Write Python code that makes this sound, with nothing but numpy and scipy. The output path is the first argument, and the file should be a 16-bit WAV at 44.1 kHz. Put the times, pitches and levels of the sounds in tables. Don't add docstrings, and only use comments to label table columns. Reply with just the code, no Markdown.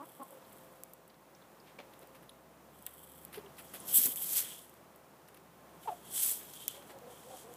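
import sys
import numpy as np
from scipy import signal
from scipy.fft import rfft, irfft
from scipy.io import wavfile
from scipy.ndimage import uniform_filter1d

SR = 44100
rng = np.random.default_rng(int(sys.argv[2]) if len(sys.argv) > 2 else 0)


def bounce(signal):
    frames = np.transpose(np.atleast_2d(signal))
    limited = np.clip(frames, -1, 1)
    pcm = np.round(limited * 32767).astype(np.int16)
    wavfile.write(sys.argv[1], SR, pcm)


N = 333396
TIME = np.arange(N) / SR

# (time [s], length [s], level [dB], start pitch [Hz], end pitch [Hz], throat [Hz], chest share [dB])
CLUCK_NOTES = [(-.008, .034, -48, 260, 302, 996, -5.5), (.022, .025, -49.5, 316, 328, 980, -1.5),
               (.196, .019, -48.5, 282, 276, 900, -2), (.212, .021, -45.5, 288, 252, 960, -12),
               (3.374, .017, -43.5, 428, 400, 420, -4), (3.391, .014, -52, 405, 385, 420, -10),
               (3.439, .046, -55.5, 406, 390, 417, -10), (5.857, .01, -48, 380, 372, 750, -20),
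               (5.874, .023, -34.5, 478, 406, 930, -15), (5.894, .014, -41.5, 388, 346, 720, -24),
               (5.914, .021, -41, 370, 336, 700, -36)]
# (time [s], length [s], level [dB], start pitch [Hz], end pitch [Hz], throat [Hz])
CROON_NOTES = [(.3, .085, -58, 256, 256, 570), (6.735, .067, -58.5, 260, 270, 630),
               (6.931, .06, -54, 268, 266, 583), (7.014, .13, -55, 238, 244, 546),
               (7.246, .11, -55, 224, 262, 530), (7.293, .085, -54, 258, 224, 700),
               (7.43, .125, -55.5, 214, 240, 520)]
HUSH_SPECTRUM = [(30, -32.5), (60, -24), (95, -15), (125, -4.5), (170, -2.5), (240, -5), (330, -3),
                 (680, -5), (1030, -6.5), (1500, -12.5), (2310, -18), (4650, -25), (9640, -24.5),
                 (15000, -22.5)]
HUSH_LEVELS = [(0.0, -60), (0.69, -59), (1.29, -61), (1.83, -59), (2.43, -60), (3.25, -59), (3.86, -56),
               (4.96, -60), (5.9, -59), (6.05, -58), (6.7, -58)]
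ENGINE_HUM = [(0.0, 78.8, -87), (0.34, 74.3, -91), (0.48, 59.2, -80), (1.43, 61.1, -84), (1.52, 54.5, -82),
              (3.26, 75.4, -72), (5.16, 74.3, -81), (5.73, 66.3, -76), (7.56, 72.7, -77)]
ENGINE_TONES = [(527.6, -72.5), (656.8, -74), (1061, -80.5)]
LIGHT_TOUCHES = [(.06, .18, -62), (.305, .05, -62.5), (.48, .18, -63.5), (.72, .2, -71), (2.76, .13, -62),
                 (2.91, .33, -59), (3.6, .23, -58)]
# (frequency [Hz], relative gain [dB])
CASING_SPECTRUM = [(1500, -70), (4200, -13.5), (6900, -17.5), (7800, 2.5), (8800, -1), (10000, 0),
                   (11300, 2.5), (12200, 3.5), (13000, 0), (15300, -2)]
SCRAPE_SPECTRUM = [(200, -33), (800, -10.5), (1500, -3), (2500, 0.5), (4000, 4), (4700, 3.5), (6000, 6.5),
                   (7200, 8.5), (9500, 6.5), (15000, -6)]
FINE_SPECTRUM = [(1500, -55), (3000, -42), (7000, -35), (9500, -18), (11100, -2), (12200, -0.5),
                 (13200, -4), (15100, -6)]
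COARSE_SPECTRUM = [(1500, -45), (3000, -32), (6900, -23), (7800, 1.5), (8700, -1.5), (10000, -0.5),
                   (11000, -2.5), (12500, -20.5)]
# (time [s], level [dB], dull share [dB], 60 dB chatter decay [s])
FIBRE_SNAPS = [(.234, -50, -28, .006), (.3074, -52.5, -17, .02), (.5298, -53.5, -18, .01),
               (.8358, -39, -11, .0043), (.9353, -48, -12, .017), (1.0785, -57, -18, .015),
               (1.9926, -55, -20, .006), (2.0149, -58, -14, .01), (2.0305, -58, -18, .008),
               (2.0728, -57, -16, .006), (2.8251, -52, -15, .006), (2.865, -33, -12, .017),
               (2.939, -53, -18, .004), (3.2506, -40.5, -17, .005), (3.9435, -25, -20, .02),
               (3.959, -24, -28, .017), (3.971, -23, -27, .02), (3.976, -20, -32, .056),
               (4.059, -28, -8, .02), (4.159, -31, -11, .059), (4.378, -34, -12, .04),
               (4.6958, -54, -20, .0086), (4.7404, -58, -14, .01), (4.9599, -55, -14, .025),
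               (6.5365, -47, -.5, .03), (6.6807, -25.5, -9, .0095), (6.9876, -54, -4.5, .0068),
               (7.539, -50, -4.5, .006)]
# (time [s], length [s], level [dB], chaff share [dB], earth share [dB])
STRAW_SCRATCHES = [(1.095, .018, -69, -12, -15), (1.654, .06, -65, -12, -15), (1.784, .028, -55.5, -20, 4),
                   (1.935, .005, -63, -1, -15), (2.015, .039, -68, -6, 9), (2.146, .024, -63, -3, -15),
                   (2.224, .019, -68, 0, -15), (2.864, .008, -53, -10, -15), (3.324, .058, -54.5, 0, -15),
                   (3.578, .028, -55.5, 1, -12), (3.735, .03, -53, 5, -3), (4.35, .17, -58, -10, -14),
                   (5.283, .011, -64, 3, -12), (5.343, .008, -64, 4, -12), (5.368, .009, -62, 0, -12),
                   (5.828, .032, -64, -10, -6), (6.39, .08, -64, -10, -6), (6.74, .04, -63, -15, -6),
                   (6.815, .016, -62.5, -15, -6), (6.893, .028, -59.5, -15, 4)]
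STALK_CRACKS = [(1.097, -66, 4500), (1.349, -62, 5600), (1.421, -65, 3770), (1.6, -63, 4600),
                (1.786, -53, 2300), (1.934, -64, 3700), (2.292, -53.5, 3520), (2.293, -56, 10400),
                (2.863, -53, 3320), (3.46, -59, 3180), (3.801, -47.5, 9700), (3.809, -55, 9500),
                (4.056, -31, 8200)]
# (time [s], hold [s], 20 dB rise [s], 20 dB fall [s], fine hiss level [dB],
# coarse hiss share [dB], scrape share [dB], cavity share [dB])
FIRM_STROKES = [(3.75, .11, .25, .03, -67, -6, 6, -5), (3.885, .05, .045, .03, -38.5, -10, -10, -16),
                (3.942, .036, .014, .025, -21, -10, -21, -21),
                (3.985, .07, .02, .11, -27.5, -14, -12.5, -26), (4.09, .038, .03, .025, -39, -8, -15, -14),
                (4.17, .06, .02, .05, -41, -9, -20, -15), (4.225, .012, .02, .17, -37.5, -10, -15, -21),
                (4.372, .022, .19, .06, -31, -8, -7.5, -22), (4.44, .06, .05, .19, -49.5, -2.5, -3.5, -5),
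                (4.62, .03, .05, .08, -62.5, -3, -7, -15), (5.85, .06, .1, .3, -60.5, -6, -4, -9),
                (6.055, .065, .08, .05, -59, -2.5, -4, -3), (6.165, .055, .07, .14, -36.5, -1, -6.5, -13.5),
                (6.232, .082, .05, .085, -33, -5.5, -10.5, -25), (6.36, .025, .05, .21, -48.5, -9, -6, -14),
                (6.54, .03, .14, .1, -57.5, -3, -2, -7), (6.6, .05, .08, .05, -55.5, -2, -2.5, -.5),
                (6.684, .025, .008, .15, -53.5, -3.5, -2, -.5), (6.88, .03, .07, .045, -61.5, -2.5, -3, -7),
                (7.12, .09, .07, .33, -64.5, -2, -1, -3), (7.375, .03, .25, .12, -62, 1, 3, -3),
                (7.49, .07, .08, .1, -66, -1, -2, -7)]
# (time [s], length [s], level [dB], centre [Hz], bandwidth [Hz])
SOFT_BUMPS = [(3.975, 0.037, -51.5, 180, 160), (4.048, 0.028, -51, 219, 298),
              (4.064, 0.013, -51, 600, 1200), (4.073, .02, -49, 214, 247)]


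def undb(db):
    return 10 ** (np.asarray(db) / 20)


def unit(x):
    return x / np.sqrt(np.mean(x ** 2) + 1e-30)


def add(out, s, x):
    i = int(round(s * SR))
    x, i = x[max(-i, 0):], max(i, 0)
    out[i:i + len(x)] += x[:max(len(out) - i, 0)]


def resonance(x, hz, width_hz):
    return signal.lfilter(*signal.iirpeak(min(hz, .45 * SR), hz / width_hz, fs=SR), x)


def bandpass(x, hz, width_hz):
    low = np.hypot(hz, width_hz / 2) - width_hz / 2
    edges = [low, min(low + width_hz, .45 * SR)]
    return signal.sosfilt(signal.butter(2, edges, "band", fs=SR, output="sos"), x)


def colour(x, spectrum, size=512):
    hz, db = np.transpose(spectrum)
    bin_hz = np.arange(size + 1) * SR / (2 * size)
    gain = unit(undb(np.interp(np.log(bin_hz + 1), np.log(hz), db)))
    cepstrum = irfft(np.log(gain))
    cepstrum[1:size] *= 2
    cepstrum[size + 1:] = 0
    return signal.oaconvolve(x, irfft(np.exp(rfft(cepstrum))))[:len(x)]


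def wander(rate):
    step = int(SR / rate)
    held = np.repeat(rng.standard_normal(N // step + 2), step)
    return unit(uniform_filter1d(held, step)[:N])


def grains(count, rate, spread_db):
    size = undb(spread_db * np.minimum(rng.exponential(size=count), 5))
    return unit((rng.random(count) < rate / SR) * size * rng.choice([-1, 1], count))


def bursts(rows, rate, spread_db, fade, rise=.1):
    out = np.zeros(N)
    for s, length, db, hz, width_hz in rows:
        count = int(2 * length * SR)
        u = TIME[:count] / length
        crush = grains(count, rate, spread_db) * (1 - np.exp(-u / rise)) * np.exp(-fade * u ** 2)
        add(out, s, undb(db) * unit(bandpass(crush, hz, width_hz)) / np.sqrt(2))
    return out


def hens(jitter=.066, shimmer_db=4, rasp=.87, chest_hz=300, edge_hz=2700):
    out, waver, tremor = np.zeros(N), wander(150), wander(110)
    harmonics = np.arange(1, 15)[:, None]
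    notes = [(*row, .2, 0) for row in CLUCK_NOTES]
    notes += [(*row, -25, .5, .04) for row in CROON_NOTES]
    for s, length, db, start, end, throat_hz, chest_db, rough, arch in notes:
        u = np.linspace(0, 1, int(length * SR))
        now = (int(s * SR) + np.arange(len(u))) % N
        middle = (1 + arch) * (start + end) / 2
        pitch = np.polyval(np.polyfit([0, .5, 1], [start, middle, end], 2), u)
        hz = harmonics * pitch * (1 + jitter * rough * waver[now])
        source = np.exp(2j * np.pi * np.cumsum(hz, axis=1) / SR)
        throat = 1 / (1 + 1j * (hz - throat_hz * pitch / middle) / 232.5) ** 4
        chest = undb(chest_db) / (1 + 1j * (hz - chest_hz) / 380) ** 2
        edge = undb(db + 7) / (1 + 1j * (hz - edge_hz) / 700) ** 2
        voice = unit(np.sum((throat + chest + edge) * source, axis=0).real)
        breath = rasp * rough * unit(bandpass(rng.standard_normal(len(u)), throat_hz, 710))
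        envelope = undb(shimmer_db * rough * tremor[now]) * np.abs(np.sin(np.pi * u)) ** .37
        add(out, s, undb(db) * unit((voice + breath) * envelope))
    return out


def fence(x, echo_db=-18, t60=.13, delay_s=.006):
    t = TIME[:SR // 3]
    tail = resonance(rng.standard_normal(len(t)), 1200, 3300) * undb(-60 * t / t60) * (t > delay_s)
    tail /= np.sqrt(np.sum(tail ** 2))
    return x + undb(echo_db) * signal.oaconvolve(x, tail)[:N]


def yard_hush(gain_db=.5, flicker_db=.8):
    air = unit(colour(rng.standard_normal(N), HUSH_SPECTRUM, size=4096))
    level_db = np.interp(TIME, *np.transpose(HUSH_LEVELS))
    return air * undb(level_db + gain_db + flicker_db * wander(6))


def far_engine(hum_db=1.5, rumble_db=5, waver_db=2.5, drift_hz=1.557):
    times, hum_hz, levels = np.transpose(ENGINE_HUM)
    hum = undb(hum_db) * tone(np.interp(TIME, times, hum_hz))
    rumble = undb(rumble_db) * unit(bandpass(rng.standard_normal(N), 170, 85))
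    drone = sum(undb(db + waver_db * wander(2.15)) * tone(hz + drift_hz * wander(5))
                for hz, db in ENGINE_TONES)
    return (hum + rumble) * undb(np.interp(TIME, times, levels)) + drone


def tone(hz):
    return np.sqrt(2) * np.sin(2 * np.pi * np.cumsum(hz) / SR)


def press(s, hold, rise, fall):
    decades = np.maximum(s - TIME, 0) / rise + np.maximum(TIME - s - hold, 0) / fall
    return undb(-20 * decades.clip(0, 10))


def cavity(x, hz=3260, width_hz=620):
    ring = resonance(resonance(x, hz, width_hz), hz, width_hz)
    return ring * np.sqrt(2 * SR / (np.pi * width_hz))


def touches(ring_db=-14.5, scrape_db=-17, flutter_db=1.5, catch_db=-12):
    power = sum((undb(db) * press(s, hold, rise=.09, fall=.09)) ** 2 for s, hold, db in LIGHT_TOUCHES)
    slips = grains(N, rate=2600, spread_db=4) + undb(catch_db) * grains(N, rate=60, spread_db=1.5)
    slips *= np.sqrt(power) * undb(flutter_db * wander(70))
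    scrape = undb(scrape_db) * colour(slips, SCRAPE_SPECTRUM)
    return colour(slips, CASING_SPECTRUM) + undb(ring_db) * cavity(slips) + scrape


def snaps(chatter_db=-17, energy_span_s=.004):
    bright, dull = np.zeros(N), np.zeros(N)
    t = TIME[:SR // 20]
    for s, db, dull_db, t60 in FIBRE_SNAPS:
        click = undb(chatter_db - 60 * t / t60) * rng.standard_normal(len(t))
        click[0] += 1
        click *= undb(db) * np.sqrt(energy_span_s * SR / np.sum(click ** 2))
        add(bright, s, click)
        add(dull, s, click * undb(dull_db))
    return colour(bright, CASING_SPECTRUM) + colour(dull, SCRAPE_SPECTRUM)


def straw_ticks(count=26):
    rows = [(when * N / SR, .008, -80 + 14 * strength, 2200 + 3000 * pitch, 1500)
            for when, strength, pitch in rng.random((count, 3))]
    return bursts(rows, rate=5000, spread_db=4, fade=1.6)


def scratches(straw=(2000, 2600), chaff=(11400, 4200), earth=(520, 480)):
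    rows = [(s, length, db + share_db, *material) for s, length, db, chaff_db, earth_db in STRAW_SCRATCHES
            for share_db, material in [(0, straw), (chaff_db, chaff), (earth_db, earth)]]
    rows += [(s, .006, db, hz, .22 * hz) for s, db, hz in STALK_CRACKS]
    return bursts(rows, rate=4000, spread_db=4, fade=1, rise=.12)


def sweeps(judder_db=1, sway_db=1.1):
    power = 0
    for s, hold, rise, fall, db, *shares_db in FIRM_STROKES:
        gains = undb(db + np.array([0, *shares_db]))
        power += (gains[:, None] * press(s, hold, rise, fall)) ** 2
    judder = undb(judder_db * wander(220) + sway_db * wander(45))
    fine_force, coarse_force, scrape_force, ring_force = np.sqrt(power) * judder
    fine = colour(fine_force * grains(N, rate=7500, spread_db=3.5), FINE_SPECTRUM)
    coarse = colour(coarse_force * grains(N, rate=14000, spread_db=3.5), COARSE_SPECTRUM)
    scrape = colour(scrape_force * grains(N, rate=12000, spread_db=1.5), SCRAPE_SPECTRUM)
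    ring = cavity(ring_force * grains(N, rate=8700, spread_db=5))
    return fine + coarse + scrape + ring


def bumps():
    return bursts(SOFT_BUMPS, rate=1400, spread_db=3, fade=1.3)


def scene():
    birds = fence(hens() + straw_ticks() + scratches())
    brushing = touches() + sweeps() + snaps() + bumps()
    return (birds + brushing + yard_hush() + far_engine())[None]


def record(dry, low_hz=45, top_hz=15400):
    dry = signal.sosfilt(signal.butter(2, low_hz, "high", fs=SR, output="sos"), dry)
    return signal.sosfilt(signal.ellip(10, .2, 70, top_hz, fs=SR, output="sos"), dry)


dry = scene()
out = record(dry)
bounce(out)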